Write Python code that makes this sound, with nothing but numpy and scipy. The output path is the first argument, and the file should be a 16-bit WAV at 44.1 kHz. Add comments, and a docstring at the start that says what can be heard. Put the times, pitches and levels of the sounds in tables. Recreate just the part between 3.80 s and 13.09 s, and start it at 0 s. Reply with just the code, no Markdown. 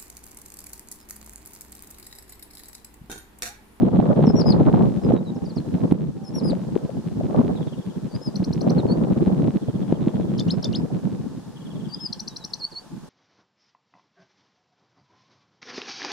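"""Lark in gusty wind

A lark sings short phrases of slurred whistles, ticking trills and chirrups, and a second, farther bird twice
sings a soft warble; stony ground scatters each note back. Gusts buffet both ports of the camera's microphone
with low thumps, then die down; the biggest duck the gain, and a fine, even ticking rides on the buffeting. Far
birds twitter over a soft rush of air."""
import sys
import numpy as np
from scipy import signal
from scipy.fft import rfft, irfft, next_fast_len
from scipy.io import wavfile
from scipy.ndimage import uniform_filter1d, map_coordinates

SR = 44100
rng = np.random.default_rng(int(sys.argv[2]) if len(sys.argv) > 2 else 0)


def store_wav(level_fs):
    """Save 16-bit WAV to argv[1]."""
    pcm = np.round(np.clip(np.atleast_2d(level_fs), -1, 1) * 32767)
    wavfile.write(sys.argv[1], SR, pcm.T.astype(np.int16))


N = 409688

# Noise spectra. Each row: frequency in Hz, relative density in dB.
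AIR_SPECTRUM = [(30, -5), (60, -3.5), (150, -19), (400, -29), (650, -5.5), (790, -6), (870, 1.5), (950, -5),
                (1060, -5), (1250, -10), (1750, -13), (2200, -27.5), (3500, -28), (8000, -65)]
HISS_SPECTRUM = [(500, -22.5), (2000, -8), (3400, -3.5), (5000, -3), (7000, -6), (10000, -10),
                 (12000, -14.5), (15500, -22.5)]
RUMBLE_SPECTRUM = [(20, -56.5), (45, -25.5), (70, -10.5), (88, -18.5), (120, -5.5), (180, -0.5), (250, -7),
                   (340, -13.5), (500, -26.5), (1000, -56), (2000, -88.5)]
FLUTTER_SPECTRUM = [(150, -41), (250, -7.5), (340, -1.5), (500, -3.5), (700, -11), (1000, -19),
                    (1500, -30.5), (2200, -35.5), (4000, -76.5)]
# Scatter from the stones. Each row: frequency in Hz, base T60 in seconds.
STONE_DECAY = [(2500, 0.025), (5000, 0.14), (12000, 0.0077)]
# Nearest rocks. Each row: echo delay in seconds, gain in dB.
ROCK_ECHOES = [(.009, -22), (.017, -25), (.028, -27)]
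# Far birds. Each row: start and end in seconds, notes per second, pitch in Hz, relative level in dB.
TWITTER_RUNS = [(0.031, .6, 16, 3350, -56.5), (3.749, 3.95, 18, 3400, -50.5),
                (3.958, 4.148, 23, 3300, -57.5), (5.805, 6.58, 15, 3350, -56),
                (7.753, 8.35, 21.2, 3220, -53)]
# Faint steady tones. Each row: start and length in seconds, pitch in Hz, level in dB.
DISTANT_TONES = [(1.48, 0.2, 793, -44), (2.329, 0.2, 780, -47)]
# Wind strength. Each row: time in seconds, relative rumble and flutter levels in dB.
GUSTS = [(0.0, -12, -24.0), (0.97, -9, -20.5), (1.17, -23, -40.5), (1.35, -13.0, -21), (1.43, -24, -36.5),
         (1.91, -26.5, -44), (2.01, -19.5, -29), (2.27, -17, -37.5), (2.32, -27, -51), (2.45, -30.5, -45.5),
         (2.68, -17, -28.0), (2.83, -28.5, -44), (2.96, -26, -38.5), (3.29, -27, -48), (3.58, -18.5, -26),
         (4.0, -30, -46.5), (4.8, -23.5, -40), (4.84, -19.0, -27), (5.69, -18, -34.5), (5.83, -24, -43),
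         (6.15, -21.5, -36), (7.29, -24, -41), (7.76, -39.5, -57), (8.02, -28, -46.5), (8.14, -35, -58.5),
         (9.05, -52.5, -55.5), (9.16, -31, -65), (9.28, -47.5, -54)]
# Biggest eddies. Each row: time in seconds, level in dB, pitch in Hz, life in ms, L-R in dB.
BIG_EDDIES = [(0.033, -0.5, 235, 8.1, -4.5), (.191, -0.5, 199, 9.2, 0.5), (.305, -8, 567, 2.5, 1),
              (.39, -19, 605, 1.6, -4.5), (0.442, -11.5, 633, 0.55, -1), (.479, 1, 237, 4.4, 0.5),
              (0.547, 0, 226, 3.9, -4), (0.707, 0, 201, 4, -4), (.81, -5.5, 350, 1.6, 4),
              (.938, -3.5, 199, 4.5, -0.5), (1.01, -11.5, 570, 0.44, 11.5), (1.309, -13, 550, 1, -9),
              (1.34, -2, 234, 2.4, -12), (1.77, -11.5, 234, 3, -8), (1.949, -12.5, 176, 13.5, -4),
              (2.124, 3, 267, 1.9, -2), (2.733, -16, 600, 1.6, 14), (2.964, -9, 390, 2.3, 30),
              (3.096, -23.5, 520, 3, 8), (3.411, -20, 550, 2.6, 10), (3.547, -14, 620, 0.62, 20),
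              (3.598, -7, 235.3, 10.7, 7), (4.604, -11, 183, 6.9, -1), (4.708, -12.5, 151, 8.7, -3),
              (4.87, -12, 584, 2, 3), (4.877, -3.5, 220, 2.5, -4), (4.967, -11, 177, 8.7, -5),
              (5.056, -7.5, 225, 3.9, 1), (5.327, -10, 193, 6.6, -2), (5.426, -10.5, 330, 6, -3),
              (5.478, -8, 189, 5.9, -3), (5.682, -8, 231, 1.5, -2), (5.886, -22, 600, 1.5, -23),
              (6.126, -4.5, 295, 1.4, 2), (6.274, -7.5, 246, 4.4, -1), (6.399, -10, 340, 0.84, 13),
              (6.685, -12, 172, 17, 1), (7.273, -15, 202, 6.6, -12)]
# Microphone overloads on two hard thumps. Each row: time in seconds, level in dB.
OVERLOAD_CLICKS = [(1.34, -33.5), (2.125, -27)]
# Syrinx gestures by name. Each row: fraction of the syllable, base pitch in Hz, level in dB.
SYRINX_GESTURES = { "scoop": [(0, 5850, -20), (.25, 5430, -9), (.5, 5100, -4), (.75, 5280, 0),
                   (1, 5190, -8)], "slur": [(0, 5400, -20), (.15, 5680, -7), (.35, 5680, -3),
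                   (.73, 5450, -1), (.84, 5100, 0), (1, 3950, -9)], "dip": [(0, 5000, -28), (.2, 4680, -19),
                   (.55, 4550, -14), (.78, 4830, -3), (.92, 4980, 0), (1, 4950, -16)],
                   "whistle": [(0, 5100, -22), (.2, 5160, -10), (.72, 5060, -1), (.88, 4880, 0),
                   (1, 4520, -8)], "rise": [(0, 4500, -21), (.25, 4330, -9), (.5, 4270, -2), (.8, 4490, 0),
                   (1, 4630, -12)], "low": [(0, 4100, -14), (.5, 3810, 0), (1, 3760, -3)],
                   "fall": [(0, 4400, -12), (.3, 4220, 0), (.85, 3740, -2), (1, 3700, -9)],
                   "drop": [(0, 5800, -17), (.3, 4770, -8), (.8, 4050, 0), (1, 3980, 0)],
                   "tick": [(0, 6500, -26), (.2, 4700, -7), (.35, 4080, 0), (.45, 4330, -1), (.6, 5450, -4),
                   (.8, 5880, -2), (1, 6100, -14)], "chirrup": [(0, 3700, -28), (.22, 5800, -11),
                   (.46, 3400, -17), (.57, 3100, -18), (.66, 4100, -4), (.73, 4950, 0), (.84, 6200, -17),
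                   (1, 7200, -26)], "pip": [(0, 3400, -16), (.35, 3720, 0), (1, 3620, -14)],
                   "churwee": [(0, 6300, -24), (.06, 4300, -8), (.14, 2650, -16), (.48, 3120, -13),
                   (.6, 4100, 0), (.72, 4950, -1), (.82, 5180, -4), (1, 4880, -15)], }
# Beak response to the octave. Each row: frequency in Hz, gain in dB.
BEAK_RESPONSE = [(5300, 15), (6500, 13), (7800, -2), (10000, 0), (12500, 0), (15000, -14)]
# Motifs by name. Each row: delay in seconds, gesture, length in seconds, pitch ratio, level in dB.
SONG_MOTIFS = { "three slurs": [(0, "scoop", .056, 1, -6), (.096, "slur", .07, .99, 0),
               (.193, "slur", .083, .895, 0)], "lead-in": [(0, "dip", .065, 1, 0),
               (.108, "whistle", .081, 1.005, 0)], "fall and rise": [(0, "fall", .028, 1, 0),
               (.093, "rise", .062, 1, -2)], "two rises": [(0, "drop", .025, 1.17, -19),
               (.018, "rise", .064, 1, 0), (.157, "rise", .059, 1.01, -3.5)],
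               "chirrups": [(0, "chirrup", .03, .98, 0), (.026, "pip", .014, .965, -7),
               (.103, "churwee", .048, 1.03, -3)], "soft warble": [(0, "low", .046, 1.33, -8),
               (.119, "low", .058, 1.01, -5), (.233, "low", .055, 1.015, 0), (.326, "drop", .023, 1.3, -7),
               (.423, "drop", .028, 1.15, -2), (.469, "drop", .026, 1.04, 0),
               (.538, "drop", .033, 1.05, 3)], }
# The song; the soft warble rows are a second, farther bird. Each row: start in seconds, motif, level in dB,
# octave before the beak in dB, L-R in dB.
LARK_SONG_MOTIF_SCHEDULE = [ (0.457, "three slurs", -28.5, -27, 10.5),
                            (2.438, "three slurs", -35, -15.5, 4.5), (4.301, "lead-in", -38.5, -23, 5),
                            (4.98, "fall and rise", -35, -25, 0), (6.576, "chirrups", -24, -23, 3.5),
                            (6.823, "chirrups", -23.5, -27, 3), (8.087, "lead-in", -28, -32, 5.5),
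                            (8.782, "two rises", -26.5, -38, -1.5), (1.218, "soft warble", -43.5, -26.5, 3),
                            (8.364, "soft warble", -44, -27, -1), ]
# Trills. Each row: tick times in seconds, level in dB, octave before the beak in dB, L-R in dB.
SONG_TRILLS = [([4.554, 4.638, 4.725, 4.806, 4.894], -33, -21.5, 5.8),
               ([8.324, 8.393, 8.473, 8.559, 8.639, 8.732], -26.5, -30, 4.7)]


def amp(db):
    """Decibels to gain."""
    return 10 ** (np.asarray(db) / 20)


def panned(pan_db):
    """Stereo gains for an L-R level difference."""
    return amp([[pan_db / 2], [-pan_db / 2]])


def along(points, hz):
    """Interpolate (Hz, value) points on a log frequency axis."""
    knots_hz, values = np.transpose(points)
    return np.interp(np.log(hz + 1), np.log(knots_hz), values)


def wobble(rate_hz):
    """Smooth random curve."""
    coarse = np.arange(0, N + 32, 32)
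    knots = rng.standard_normal(int(N * rate_hz / SR) + 4)
    return np.interp(np.arange(N), coarse, map_coordinates(knots, [coarse * rate_hz / SR]))


def filtered(x, response):
    """Apply a frequency response, given as a function of Hz."""
    size = next_fast_len(N + 8192)
    return irfft(rfft(x, size) * response(np.fft.rfftfreq(size, 1 / SR)), size)[..., :N]


def noise(spectrum, coherence):
    """Coloured stereo noise, rms 1."""
    separate = np.sqrt(1 - coherence) * rng.standard_normal((2, N))
    common = np.sqrt(coherence) * rng.standard_normal(N)
    coloured = filtered(separate + common, lambda hz: amp(along(spectrum, hz)))
    return coloured / np.sqrt(np.mean(coloured ** 2))


def steadied(x, window_samples=3200):
    """Hold the running rms at 1; faster lumps remain."""
    power = uniform_filter1d(np.mean(x ** 2, axis=0), window_samples)
    power = uniform_filter1d(power, window_samples)
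    return x / np.sqrt(np.abs(power) + 1e-9)


def add(track, start_s, sound):
    """Mix a sound into a track."""
    part = track[..., max(round(start_s * SR), 0):][..., :sound.shape[-1]]
    part += sound[..., :part.shape[-1]]


def air(rush_db=-54, hiss_db=-58):
    """Soft rush of distant air under an even hiss."""
    rush = amp(rush_db + 0.75 * wobble(2.63)) * noise(AIR_SPECTRUM, coherence=0.88)
    return rush + amp(hiss_db) * noise(HISS_SPECTRUM, coherence=0.042)


def stone_scatter(x, stretch, onset_s=0.0012):
    """Countless small echoes off the stones, a different set per side."""
    hz, t, bins = signal.stft(rng.standard_normal((2, SR // 2)), SR, nperseg=256)
    t60_s = stretch * along(STONE_DECAY, hz)[:, None]
    tail = signal.istft(bins * amp(-60 * t / t60_s), SR)[1]
    tail *= np.clip(np.arange(tail.shape[1]) / SR / onset_s, 0, 1)
    return signal.fftconvolve(x[None], tail / np.linalg.norm(tail[0]), axes=1)[:, :N]


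def rock_echoes(x):
    """One delayed copy from each nearby rock."""
    return filtered(x, lambda hz: sum(amp(db) * np.exp(-2j * np.pi * hz * s) for s, db in ROCK_ECHOES))


def far_birds(sweep=0.15, note_s=0.032):
    """Runs of quick falling notes, blurred by distance."""
    notes = np.zeros(N)
    u = np.linspace(0, 1, int(note_s * SR))
    for start_s, end_s, rate_hz, pitch_hz, db in TWITTER_RUNS:
        for s in np.arange(start_s, end_s, 1 / rate_hz):
            hz = pitch_hz * (1 + sweep * (1 - 2 * u) + rng.normal(0, .045))
            envelope = amp(db + 1.5 * rng.standard_normal()) * np.sin(np.pi * u)
            add(notes, s, envelope * np.sin(2 * np.pi * np.cumsum(hz) / SR))
    return .25 * notes + stone_scatter(notes, stretch=1.5)


def far_tones():
    """Two faint, far-off tones of steady pitch."""
    tones = np.zeros(N)
    for s, length_s, hz, db in DISTANT_TONES:
        t = np.arange(int(length_s * SR)) / SR
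        add(tones, s, amp(db) * np.sin(np.pi * t / length_s) * np.sin(2 * np.pi * hz * t))
    return tones


def port_highpass(hz, corner_hz=98):
    """The microphone ports shed bass."""
    return hz / np.hypot(hz, corner_hz)


def eddy(hz, life_ms, pan_db, rough_rad=0.74):
    """Brief pressure swing, slightly different at each port; centred 1/32 s in."""
    t = np.arange(-SR // 32, SR // 32) / SR
    swell = 1 / np.cosh(np.clip(1500 * t / life_ms, -50, 50))
    stray = np.array([map_coordinates(k, [(t - t[0]) * 250]) for k in rng.standard_normal((2, 20))])
    sides = panned(pan_db) / panned(pan_db).mean()
    return sides * swell * np.cos(2 * np.pi * hz * t + rough_rad * stray)


def thumps(flutter_db, crest_db=-14.5, slaps_per_s=4, slap_hz=560, slap_over_db=10):
    """Big sharp-crested eddies, two with overload clicks; small random slaps scale with the flutter."""
    track, lead_s = np.zeros((2, N)), 1 / 32
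    for s, db, hz, life_ms, pan_db in BIG_EDDIES:
        body = eddy(hz, life_ms, pan_db)
        crest = amp(crest_db) * eddy(hz=650, life_ms=0.8, pan_db=pan_db)
        add(track, s - lead_s, amp(db) * (body + crest))
    for s, db in OVERLOAD_CLICKS:
        add(track, s, amp(db) * np.hanning(32) * rng.standard_normal((2, 32)))
    for when, size, pitch, side in rng.random((100, 4))[:int(slaps_per_s * N / SR)]:
        slap = 2 * size * eddy(slap_hz * (.7 + .6 * pitch), life_ms=1.5, pan_db=24 * (side - .5))
        add(track, when * N / SR - lead_s, amp(flutter_db[int(when * N)] + slap_over_db) * slap)
    return filtered(track, port_highpass)


def wind(rumble_trim_db=1.0, flutter_trim_db=2.5, flow_limit=.55, top_hz=1600):
    """Turbulence on the microphone: slow shared lumps, quicker ones per port, and thumps."""
    times_s, *levels_db = np.transpose(GUSTS)
    rumble_db, flutter_db = (np.interp(np.arange(N) / SR, times_s, db) for db in levels_db)
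    lumps = wobble(40)
    port_lumps = lambda rate_hz: 2 * np.tanh(np.array([wobble(rate_hz), wobble(rate_hz)]) / 2)
    rumble = noise(RUMBLE_SPECTRUM, coherence=.11) * amp(6.3 * lumps + 2 * port_lumps(90))
    flutter = noise(FLUTTER_SPECTRUM, coherence=.08)
    flutter *= amp(2.6 * lumps + 4 * np.tanh(wobble(120)) + 5.5 * port_lumps(140))
    churn = amp(rumble_db + rumble_trim_db) * steadied(rumble)
    churn += amp(flutter_db + flutter_trim_db) * steadied(flutter)
    # flow through the narrow ports saturates and loses treble
    flow = flow_limit * np.tanh(churn / flow_limit)
    ported = filtered(flow, lambda hz: port_highpass(hz) / np.sqrt(1 + (hz / top_hz) ** 8))
    return ported + thumps(flutter_db)


def gust_ticking(buffet, rate_hz=93.75, trim_db=-11, knee_hz=900, top_hz=4400):
    """Tiny steps on a fast, even beat; they grow with the buffeting, up to a ceiling."""
    at = (np.arange(.0005, N / SR - .001, 1 / rate_hz) * SR).astype(int)
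    buffet_rms = np.abs(uniform_filter1d(np.mean(buffet ** 2, axis=0), size=1000)) ** .5
    size = np.tanh(rng.standard_normal(len(at)) + 1.3 * rng.standard_normal((2, len(at))))
    size *= amp(2 * rng.standard_normal(len(at)))
    impulses = np.zeros((2, N))
    impulses[:, at] = .4 * np.tanh(buffet_rms[at] / .2) * size
    leaky_step = lambda hz: SR / (2 * np.pi) * 1j * hz / (hz ** 2 + knee_hz ** 2)
    return amp(trim_db) * filtered(impulses, lambda hz: leaky_step(hz) / (1 + (hz / top_hz) ** 40))


def syllable(gesture, length_s, ratio, octave_db, waver=0.0014, shimmer_db=3.0,
             rasp_below_hz=4040, rasp_db_per_khz=2):
    """The syrinx sweeps one tone, raspy at low pitch; the beak lets out a weak octave."""
    fraction, pitch_hz, level_db = np.transpose(SYRINX_GESTURES[gesture])
    u = np.linspace(0, 1, int(length_s * SR))
    drift, shimmer, rasp = (map_coordinates(rng.standard_normal(256), [u * length_s * rate_hz])
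                            for rate_hz in (300, 250, 1800))
    # muscles round off each turn of pitch
    contour_hz = uniform_filter1d(np.interp(u, fraction, pitch_hz), size=70, mode="nearest")
    hz = contour_hz * ratio * (1 + waver * drift)
    phase = 2 * np.pi * np.cumsum(hz) / SR
    fades = np.clip(np.minimum(u, 1 - u) * length_s / .001, 0, 1)
    rasp_db = rasp_db_per_khz * np.maximum(rasp_below_hz - hz, 0) / 1000
    envelope = amp(np.interp(u, fraction, level_db) + shimmer_db * shimmer + rasp_db * rasp) * fades
    octave = amp(octave_db + along(BEAK_RESPONSE, 2 * hz)) * np.sin(2 * phase)
    return envelope * (np.sin(phase) + octave)


def lark(tick_s=0.016, tick_pitch_spread=.018):
    """Whistled motifs, the soft warble of a second, farther bird, and two trills of V-shaped pitch sweeps,
    mostly left of centre."""
    song = np.zeros((2, N))
    for s, motif, db, octave_db, pan_db in LARK_SONG_MOTIF_SCHEDULE:
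        for delay_s, gesture, length_s, ratio, note_db in SONG_MOTIFS[motif]:
            note = syllable(gesture, length_s, ratio, octave_db)
            add(song, s + delay_s, amp(db + note_db) * panned(pan_db) * note)
    for times_s, db, octave_db, pan_db in SONG_TRILLS:
        for s in times_s:
            ratio = 1 + tick_pitch_spread * rng.standard_normal()
            add(song, s, amp(db) * panned(pan_db) * syllable("tick", tick_s, ratio, octave_db))
    return song


def scene():
    """Song, its echoes, far calls, wind on the microphone and air."""
    song, buffet = lark(), wind()
    echoes = rock_echoes(song) + amp(-18) * stone_scatter(song.mean(axis=0), stretch=1.1)
    return song + echoes + far_birds() + far_tones() + buffet + gust_ticking(buffet) + air()


def record(dry, ceiling_db=-2, start_duck_db=5, attack_s=0.00029, recover_db_per_s=8.5, top_hz=15780):
    """Camera gain ducks on the biggest thumps and creeps back; then clipping and a band limit."""
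    over_db = np.maximum(20 * np.log10(np.abs(dry).max(axis=0) + 1e-9) - ceiling_db, 0)
    recovery_db = recover_db_per_s * np.arange(N) / SR
    duck_db = np.maximum.accumulate(np.maximum(over_db + recovery_db, start_duck_db)) - recovery_db
    pole = np.exp(-1 / (attack_s * SR))
    gain = amp(-signal.lfilter([1 - pole], [1, -pole], duck_db))
    return filtered(np.clip(dry * gain, -1, 1), lambda hz: hz < top_hz)


dry = scene()
out = record(dry)
store_wav(out)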